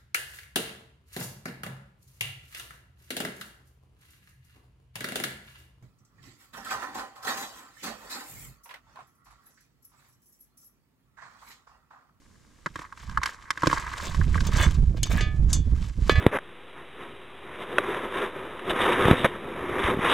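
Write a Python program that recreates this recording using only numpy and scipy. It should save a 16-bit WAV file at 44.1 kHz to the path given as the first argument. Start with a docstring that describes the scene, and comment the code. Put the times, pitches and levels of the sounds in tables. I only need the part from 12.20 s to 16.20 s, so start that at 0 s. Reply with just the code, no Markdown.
"""A steel shovel carries dry dirt over a plastic sieve outdoors: pebbles knock into the pan, then the
load pours in as pattering crumbs and hissing sand. The blade is drawn out, grit rasping on it and blows
ringing its modes, and is dropped ringing on the ground. Wind buffets the microphone with a low rumble,
mostly from halfway on, over quiet open air."""
import sys
import numpy as np
from scipy import signal
from scipy.fft import rfft, irfft
from scipy.io import wavfile
from scipy.ndimage import uniform_filter1d

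SR = 44100
rng = np.random.default_rng(int(sys.argv[2]) if len(sys.argv) > 2 else 0)


def unload_wav(signal):
    """Save mono or channel-first audio to the path in sys.argv[1] as 16-bit WAV at rate SR, clipped to [-1, 1]."""
    wavfile.write(
        sys.argv[1],
        SR,
        np.round(np.clip(np.atleast_2d(signal).T, -1, 1) * 32767).astype(np.int16),
    )


N = 176400
T = np.arange(N) / SR

# Spectrum of the plastic pan. Each row: frequency in Hz, level in dB.
PAN_SPECTRUM = [(100, -44), (350, -6), (720, -9), (980, 10), (1300, 8), (2050, 6.5), (2800, -15),
                (16000, -54)]


def amp(db):
    """Decibels to gain."""
    return 10 ** (np.asarray(db) / 20)


def unit(x):
    """Scale to rms 1."""
    return x / np.sqrt(np.mean(x ** 2) + 1e-20)


def add(mix, start_s, sound):
    """Mix a sound in at start_s."""
    part = mix[max(round(start_s * SR), 0):][:len(sound)]
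    part += sound[:len(part)]


def spectrum_db(points, hz):
    """Interpolate (Hz, dB) points on a log-frequency axis."""
    points_hz, db = np.transpose(points)
    return np.interp(np.log(hz + 1), np.log(points_hz), db)


def envelope(table, column=1):
    """Gain over time from a dB column; column 0 is seconds."""
    rows = np.array(table)
    return amp(np.interp(T, rows[:, 0], rows[:, column]))


def balance(lean_db):
    """Left and right gains, lean_db being left minus right."""
    return amp(lean_db * np.array([[.5], [-.5]]))


def contact_db(hz, centre_hz, half_width_oct):
    """How strongly a contact drives each frequency: a bell around centre_hz."""
    return -20 * np.log10(1 + (np.log2((hz + 1) / centre_hz) / half_width_oct) ** 4)


def colour(x, points, tilt_db=lambda hz: 0, size=4096):
    """Apply a minimum-phase, unit-energy filter with the given spectrum."""
    hz = abs(np.fft.fftfreq(size, 1 / SR))
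    log_gain = np.log(amp(spectrum_db(points, hz) + tilt_db(hz)))
    response = np.exp(np.conj(signal.hilbert(log_gain)))
    taps = np.fft.ifft(response).real[:size // 2]
    return signal.fftconvolve(x, taps / np.linalg.norm(taps))[:len(x)]


def swell(t, peak_s):
    """Rise to 1 at peak_s, then decay."""
    return t / peak_s * np.exp(1 - t / peak_s)


def grains(per_s, spread_db, size=N):
    """Random clicks: many small, a few large."""
    strength = amp(spread_db * np.minimum(rng.exponential(1, size), 4))
    return unit(strength * rng.choice([-1, 1], size) * (rng.random(size) < per_s / SR))


def spray(per_band_per_s, spread_db, size=N):
    """Grains of seven sizes, each ticking in its own band at its own moments."""
    edges_hz = np.geomspace(200, 16000, 8)
    bands = [signal.butter(2, pair, "bandpass", fs=SR, output="sos")
             for pair in zip(edges_hz, edges_hz[1:])]
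    return unit(sum(signal.sosfilt(band, grains(per_band_per_s, spread_db, size)) for band in bands))


def open_air(level_db=-60):
    """Steady outdoor noise, partly common to both sides."""
    # Each row: frequency in Hz, level in dB.
    air_spectrum = [(170, -4.5), (300, -9.5), (700, -22.5), (2800, -25.5), (7000, -24), (15000, -43)]
    noise = np.array([colour(white, air_spectrum) for white in rng.standard_normal((3, N))])
    return amp(level_db) * unit(noise[:2] + noise[2])


def wind(buffet_hz=21.7, crossover_hz=130, rumble_depth_db=2, puff_depth_db=5.5):
    """Lumpy low turbulence follows the gusts; each buffet brings a puff of higher rumble."""
    # Gusts on the microphone. Each row: time in seconds, level in dB.
    gusts = [(.4, -66), (.5, -49.5), (.75, -60), (.88, -38.5), (.98, -34), (1.1, -58), (1.39, -58),
             (1.48, -37), (1.81, -42.5), (2.01, -19.5), (2.63, -21.5), (2.87, -26), (2.97, -19),
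             (3.11, -25.5), (3.2, -19), (3.64, -26.5), (3.75, -41.5), (3.79, -23), (4, -23)]
    # Turbulence. Each row: frequency in Hz, level in dB.
    eddy_spectrum = [(10, -7.5), (35, -3), (68, 0.5), (100, -7.5), (160, -12.5), (400, -35.5), (8000, -100)]
    hz = np.fft.rfftfreq(N, 1 / SR)
    eddies = rfft(rng.standard_normal(N)) * amp(spectrum_db(eddy_spectrum, hz))
    buffet_band = hz / buffet_hz * np.exp(-(hz / buffet_hz) ** 2)
    buffets = np.minimum(unit(irfft(rfft(rng.standard_normal(N)) * buffet_band, N)), 2)
    lowpass = np.exp(-(hz / crossover_hz) ** 2)
    rumble = irfft(eddies * lowpass, N) * unit(amp(rumble_depth_db * buffets))
    puffs = irfft(eddies * (1 - lowpass), N) * unit(amp(puff_depth_db * buffets))
    return unit(rumble + puffs) * envelope(gusts)


def ground_scatter(x, level_db=-7.5, t60_s=.025):
    """Add brief scatter from ground and rocks, different on each side."""
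    t = T[:SR // 6]
    taps = rng.standard_normal((2, len(t))) * amp(-60 * t / t60_s) * (t > .001)
    scatter = signal.fftconvolve(x[None], taps / np.linalg.norm(taps[0]), axes=1)[:, :N]
    return x + amp(level_db) * scatter


def steel_ring(centre_hz, half_width_oct, damping_per_s, flatness):
    """The shovel's strong modes and many weak ones; touching dirt damps and detunes them."""
    # Each row: frequency in Hz, level in dB struck on the edge, level in dB struck flat.
    strong_modes = [(492,-6,-3), (626,-15,-8), (753,-7,-10), (1114,-24,-14), (1231,-7,-11), (1561,-9,-22),
                    (1724,-2,2), (1776,-6,-25), (1989,-20,-5), (2256,-4,-6), (2460,-8,-20), (2513,-17,-6),
                    (2815,-6,-13), (2908,-6,-20), (3072,-14,-17), (3210,-18,-16), (3403,-4,-20),
                    (3431,-12,-4), (3623,-3,-12), (4063,-24,-6), (4288,-12,-22), (4549,-11,-10),
                    (4938,-19,-8), (5088,-13,-11), (5695,-9,-28), (6165,-3,-26), (6340,-5,-14),
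                    (6920,-6,-24), (7241,-2,-20), (7980,-9,-30)]
    weak_modes = [(hz, -26, -26) for hz in rng.uniform(600, 10000, 32)]
    t60_at_1khz_s, long_ringing_hz = .98, (2460, 3403)
    out, t = np.zeros(SR), T[:SR]
    for hz, edge_db, flat_db in strong_modes + weak_modes:
        t60_s = t60_at_1khz_s * (1000 / hz) ** .92 * (2 if hz in long_ringing_hz else 1)
        decay = np.exp(-t * (np.log(1000) / t60_s + damping_per_s))
        detuned_hz = hz * (1 + .00035 * damping_per_s * rng.uniform(-.83, 1))
        mode_db = edge_db * (1 - flatness) + flat_db * flatness
        gain = amp(mode_db + contact_db(detuned_hz, centre_hz, half_width_oct))
        out += gain * decay * np.sin(2 * np.pi * (detuned_hz * t + rng.random()))
    return out


def blade_scrapes():
    """Grit slips under the blade, rasping and driving its damped modes."""
    # Each row: start and length in seconds, rasp and ring in dB, centre in Hz, damping per second.
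    strokes = [(1.806, 0.11, -40.5, -48, 4600, 100), (2.263, 0.017, -36, -35.5, 4570, 70),
               (2.367, 0.1, -31.5, -32, 2360, 103), (2.407, 0.047, -53, -33, 5440, 42),
               (2.762, 0.032, -45, -52, 3580, 8.9), (2.846, 0.04, -40.5, -45.5, 3320, 18),
               (2.892, 0.054, -33.5, -37.5, 3200, 98), (2.927, 0.091, -40.5, -41.5, 1210, 170),
               (2.979, 0.019, -49, -39, 3800, 68), (3.28, 0.11, -45, -43.5, 7500, 170),
               (3.894, 0.039, -37, -41.5, 4280, 36)]
    # Steel rubbing on dirt. Each row: frequency in Hz, level in dB.
    rasp_spectrum = [(1100, 3.5), (2400, -2), (7500, -8.5), (10500, -20), (16000, -19)]
    out, t = np.zeros(N), T[:SR // 2]
    for start_s, length_s, rasp_db, ring_db, centre_hz, damping_per_s in strokes:
        arch = np.sin(np.pi * np.minimum(t / length_s, 1))
        slips = arch * spray(per_band_per_s=900, spread_db=5.5, size=len(t))
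        ring = steel_ring(centre_hz, half_width_oct=1, damping_per_s=damping_per_s, flatness=0)
        add(out, start_s, amp(rasp_db) * colour(slips, rasp_spectrum))
        add(out, start_s, amp(ring_db) * signal.fftconvolve(slips, ring / np.linalg.norm(ring)))
    return out


def blade_clinks():
    """Blows on the shovel: a crack, then the ring."""
    # Each row: start in seconds, ring in dB, centre in Hz, half-width in octaves, damping per second,
    # flatness (0 edge-on, 1 flat), crack in dB, crack decay in seconds.
    blows = [(2.8317, -20, 8300, 1.29, 99, 0.16, -16.5, 0.0015),
             (2.8353, -41, 3060, 0.092, 93, 0.7, -26, 0.0027),
             (2.98, -34, 1600, 1.25, 3.5, 0.58, -55, 0.0049),
             (3.008, -30, 3020, 1.5, 7.5, 0.45, -28, 0.0062), (3.33, -24.5, 7700, 0.88, 9, 0, -23, 0.0082),
             (3.8955, -23, 2060, 1.36, 16.5, 0.83, -6.5, 0.0018),
             (3.956, -28, 1480, 1.29, 1, 1, -48, 0.0078)]
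    # A blow on steel. Each row: frequency in Hz, level in dB.
    crack_spectrum = [(400, 39.5), (900, 12.5), (1800, 10), (7700, -2), (11000, -5), (16000, -36)]
    out, t = np.zeros(N), T[:SR // 4]
    for start_s, ring_db, centre_hz, half_width_oct, damping_per_s, flatness, crack_db, crack_s in blows:
        add(out, start_s, amp(ring_db) * steel_ring(centre_hz, half_width_oct, damping_per_s, flatness))
        burst = rng.standard_normal(len(t)) * np.exp(-t / crack_s)
        crack = colour(burst, crack_spectrum, lambda hz: contact_db(hz, centre_hz, half_width_oct))
        add(out, start_s, amp(crack_db) * crack)
    return out


def dirt_pour(clump_depth_db=3.5, clump_s=.018):
    """Crumbs patter on the pan while fine sand runs in clumps off the blade and through the mesh."""
    # Falling dirt. Each row: time in seconds, patter in dB, sand hiss in dB.
    flow = [(.1, -71, -99), (.56, -69.5, -57.5), (.62, -37.5, -47.5), (.69, -63.5, -79),
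            (.84, -54.5, -50.5), (1.0, -51.5, -61.5), (1.07, -39, -42), (1.19, -52, -61.5),
            (1.36, -57.5, -60), (1.52, -39, -38), (1.62, -38.5, -50), (1.85, -45, -40), (1.98, -53.5, -47),
            (2.18, -59, -45.5), (2.44, -29.5, -41), (2.53, -65, -49.5), (2.67, -85, -62.5),
            (2.72, -74, -63.5), (3.46, -69, -62), (3.65, -62, -49.5), (3.76, -103, -63), (3.88, -78, -48.5),
            (3.97, -87, -51)]
    # Running sand. Each row: frequency in Hz, level in dB.
    sand_spectrum = [(650, -10.5), (1050, -3), (7500, -13.5), (10000, -24.5), (16000, -34.5)]
    crumbs = unit(grains(per_s=200, spread_db=5.5) + spray(per_band_per_s=400, spread_db=5.5))
    sand = .5 * grains(per_s=1400, spread_db=4.5) + spray(per_band_per_s=1400, spread_db=4.5)
    clumps = unit(uniform_filter1d(rng.standard_normal(N), round(clump_s * SR)))
    sand = unit(sand * amp(clump_depth_db * clumps))
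    patter = colour(crumbs * envelope(flow, column=1), PAN_SPECTRUM)
    hiss = colour(sand * envelope(flow, column=2), sand_spectrum)
    return patter + hiss


def pebble_knocks():
    """Each stone gives a dead plastic knock, a short ring of the pan, a spray of grit and a thud."""
    # Pebbles and clods landing in the sieve. Each row: start in seconds, gain in dB, pitch in Hz,
    # further gains for grit and thud in dB.
    landings = [(.460, -20, 1540, -9, -6), (0.465, -24.5, 1350, -13.5, -4), (0.557, -25.5, 1450, -6, -6.5),
                (.591, -30.5, 1400, -4.5, -4), (.724, -30.5, 1060, -13.5, -26),
                (.774, -41.5, 1230, 1.5, -24), (.895, -37, 1250, -1, -34), (0.9734, -14, 1130, -14.5, -60),
                (1.0157, -30, 1010, -16, -34), (1.032, -18.5, 1430, 0, -31), (1.058, -23.5, 1450, 6.5, -38),
                (1.3045, -17, 1910, 1.5, -22), (1.374, -24.5, 1340, -7, -16), (1.42, -24, 1300, -7, -23),
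                (1.433, -10, 1020, -17, -6.5), (1.458, -27, 1610, 1, 0.5), (1.47, -16, 1250, 3, 7),
                (1.498, -22.5, 1950, -8, -3.5), (1.512, -22, 1370, -4, -8), (1.528, -16, 1040, -11.5, -5.5),
                (1.58, -30.5, 1230, 4, -17), (1.675, -36, 1110, -8, -25), (1.945, -29, 1350, -0.5, -4),
                (2.013, -25, 1370, -18, -29), (2.155, -22.5, 990, -32, -3), (2.178, -27, 1690, -17, -27),
                (2.144, -24.5, 1880, -8.5, -31), (2.2055, -30.5, 5900, 4, -22), (2.287, -28, 493, -25, -24),
                (2.745, -35, 380, -36, 8.5)]
    # Crumbling grit. Each row: frequency in Hz, level in dB.
    grit_spectrum = [(600, -12), (1100, 9.5), (5500, -1), (8000, -8.5), (11000, -16.5), (16000, -30)]
    impact_db, ring_db, ring_t60_s = 16, -4.5, .035
    thud_hz, rim_hz, thud_peak_s = 308, 499, .0031
    out, t = np.zeros(N), T[:4096]
    for start_s, gain_db, pitch_hz, grit_db, thud_db in landings:
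        ring_noise, grit_noise, roughness = rng.standard_normal((3, len(t)))
        blow = amp(impact_db) * (t == 0) + amp(ring_db - 60 * t / ring_t60_s) * ring_noise
        knock = colour(blow, PAN_SPECTRUM, lambda hz: contact_db(hz, pitch_hz, half_width_oct=.56))
        crumble = swell(t, peak_s=.002) * unit(grit_noise * abs(roughness) ** .5)
        grit = .5 * colour(crumble, grit_spectrum)
        body = np.sin(2 * np.pi * thud_hz * t) + np.sin(np.pi * thud_hz * t)  # with the octave below
        rim = np.sin(2 * np.pi * rim_hz * t)
        thud = .5 * (swell(t, thud_peak_s) * body + swell(t, thud_peak_s / 2) * rim)
        add(out, start_s, amp(gain_db) * (knock + amp(grit_db) * grit + amp(thud_db) * thud))
    return out


def scene():
    """Open air, wind that strikes the right port harder, dirt and shovel."""
    background = open_air() + wind() * balance(lean_db=-3.5)
    shovelling = pebble_knocks() + dirt_pour() + blade_clinks() + blade_scrapes()
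    return background + ground_scatter(shovelling)


def record(dry):
    """Two microphone ports of unequal colour, then the band limit."""
    # Port imbalance. Each row: frequency in Hz, left minus right in dB.
    port_lean = [(400, -3), (8000, 2), (14000, 0)]
    cutoff_hz = 15800
    lean_db = spectrum_db(port_lean, np.fft.rfftfreq(2 * N, 1 / SR))
    ports = irfft(rfft(dry, 2 * N) * balance(lean_db))[:, :N]
    lowpass = signal.firwin(255, cutoff_hz, window=("kaiser", 9), fs=SR)
    return signal.oaconvolve(ports, lowpass[None], "same")


dry = scene()
out = record(dry)
unload_wav(out)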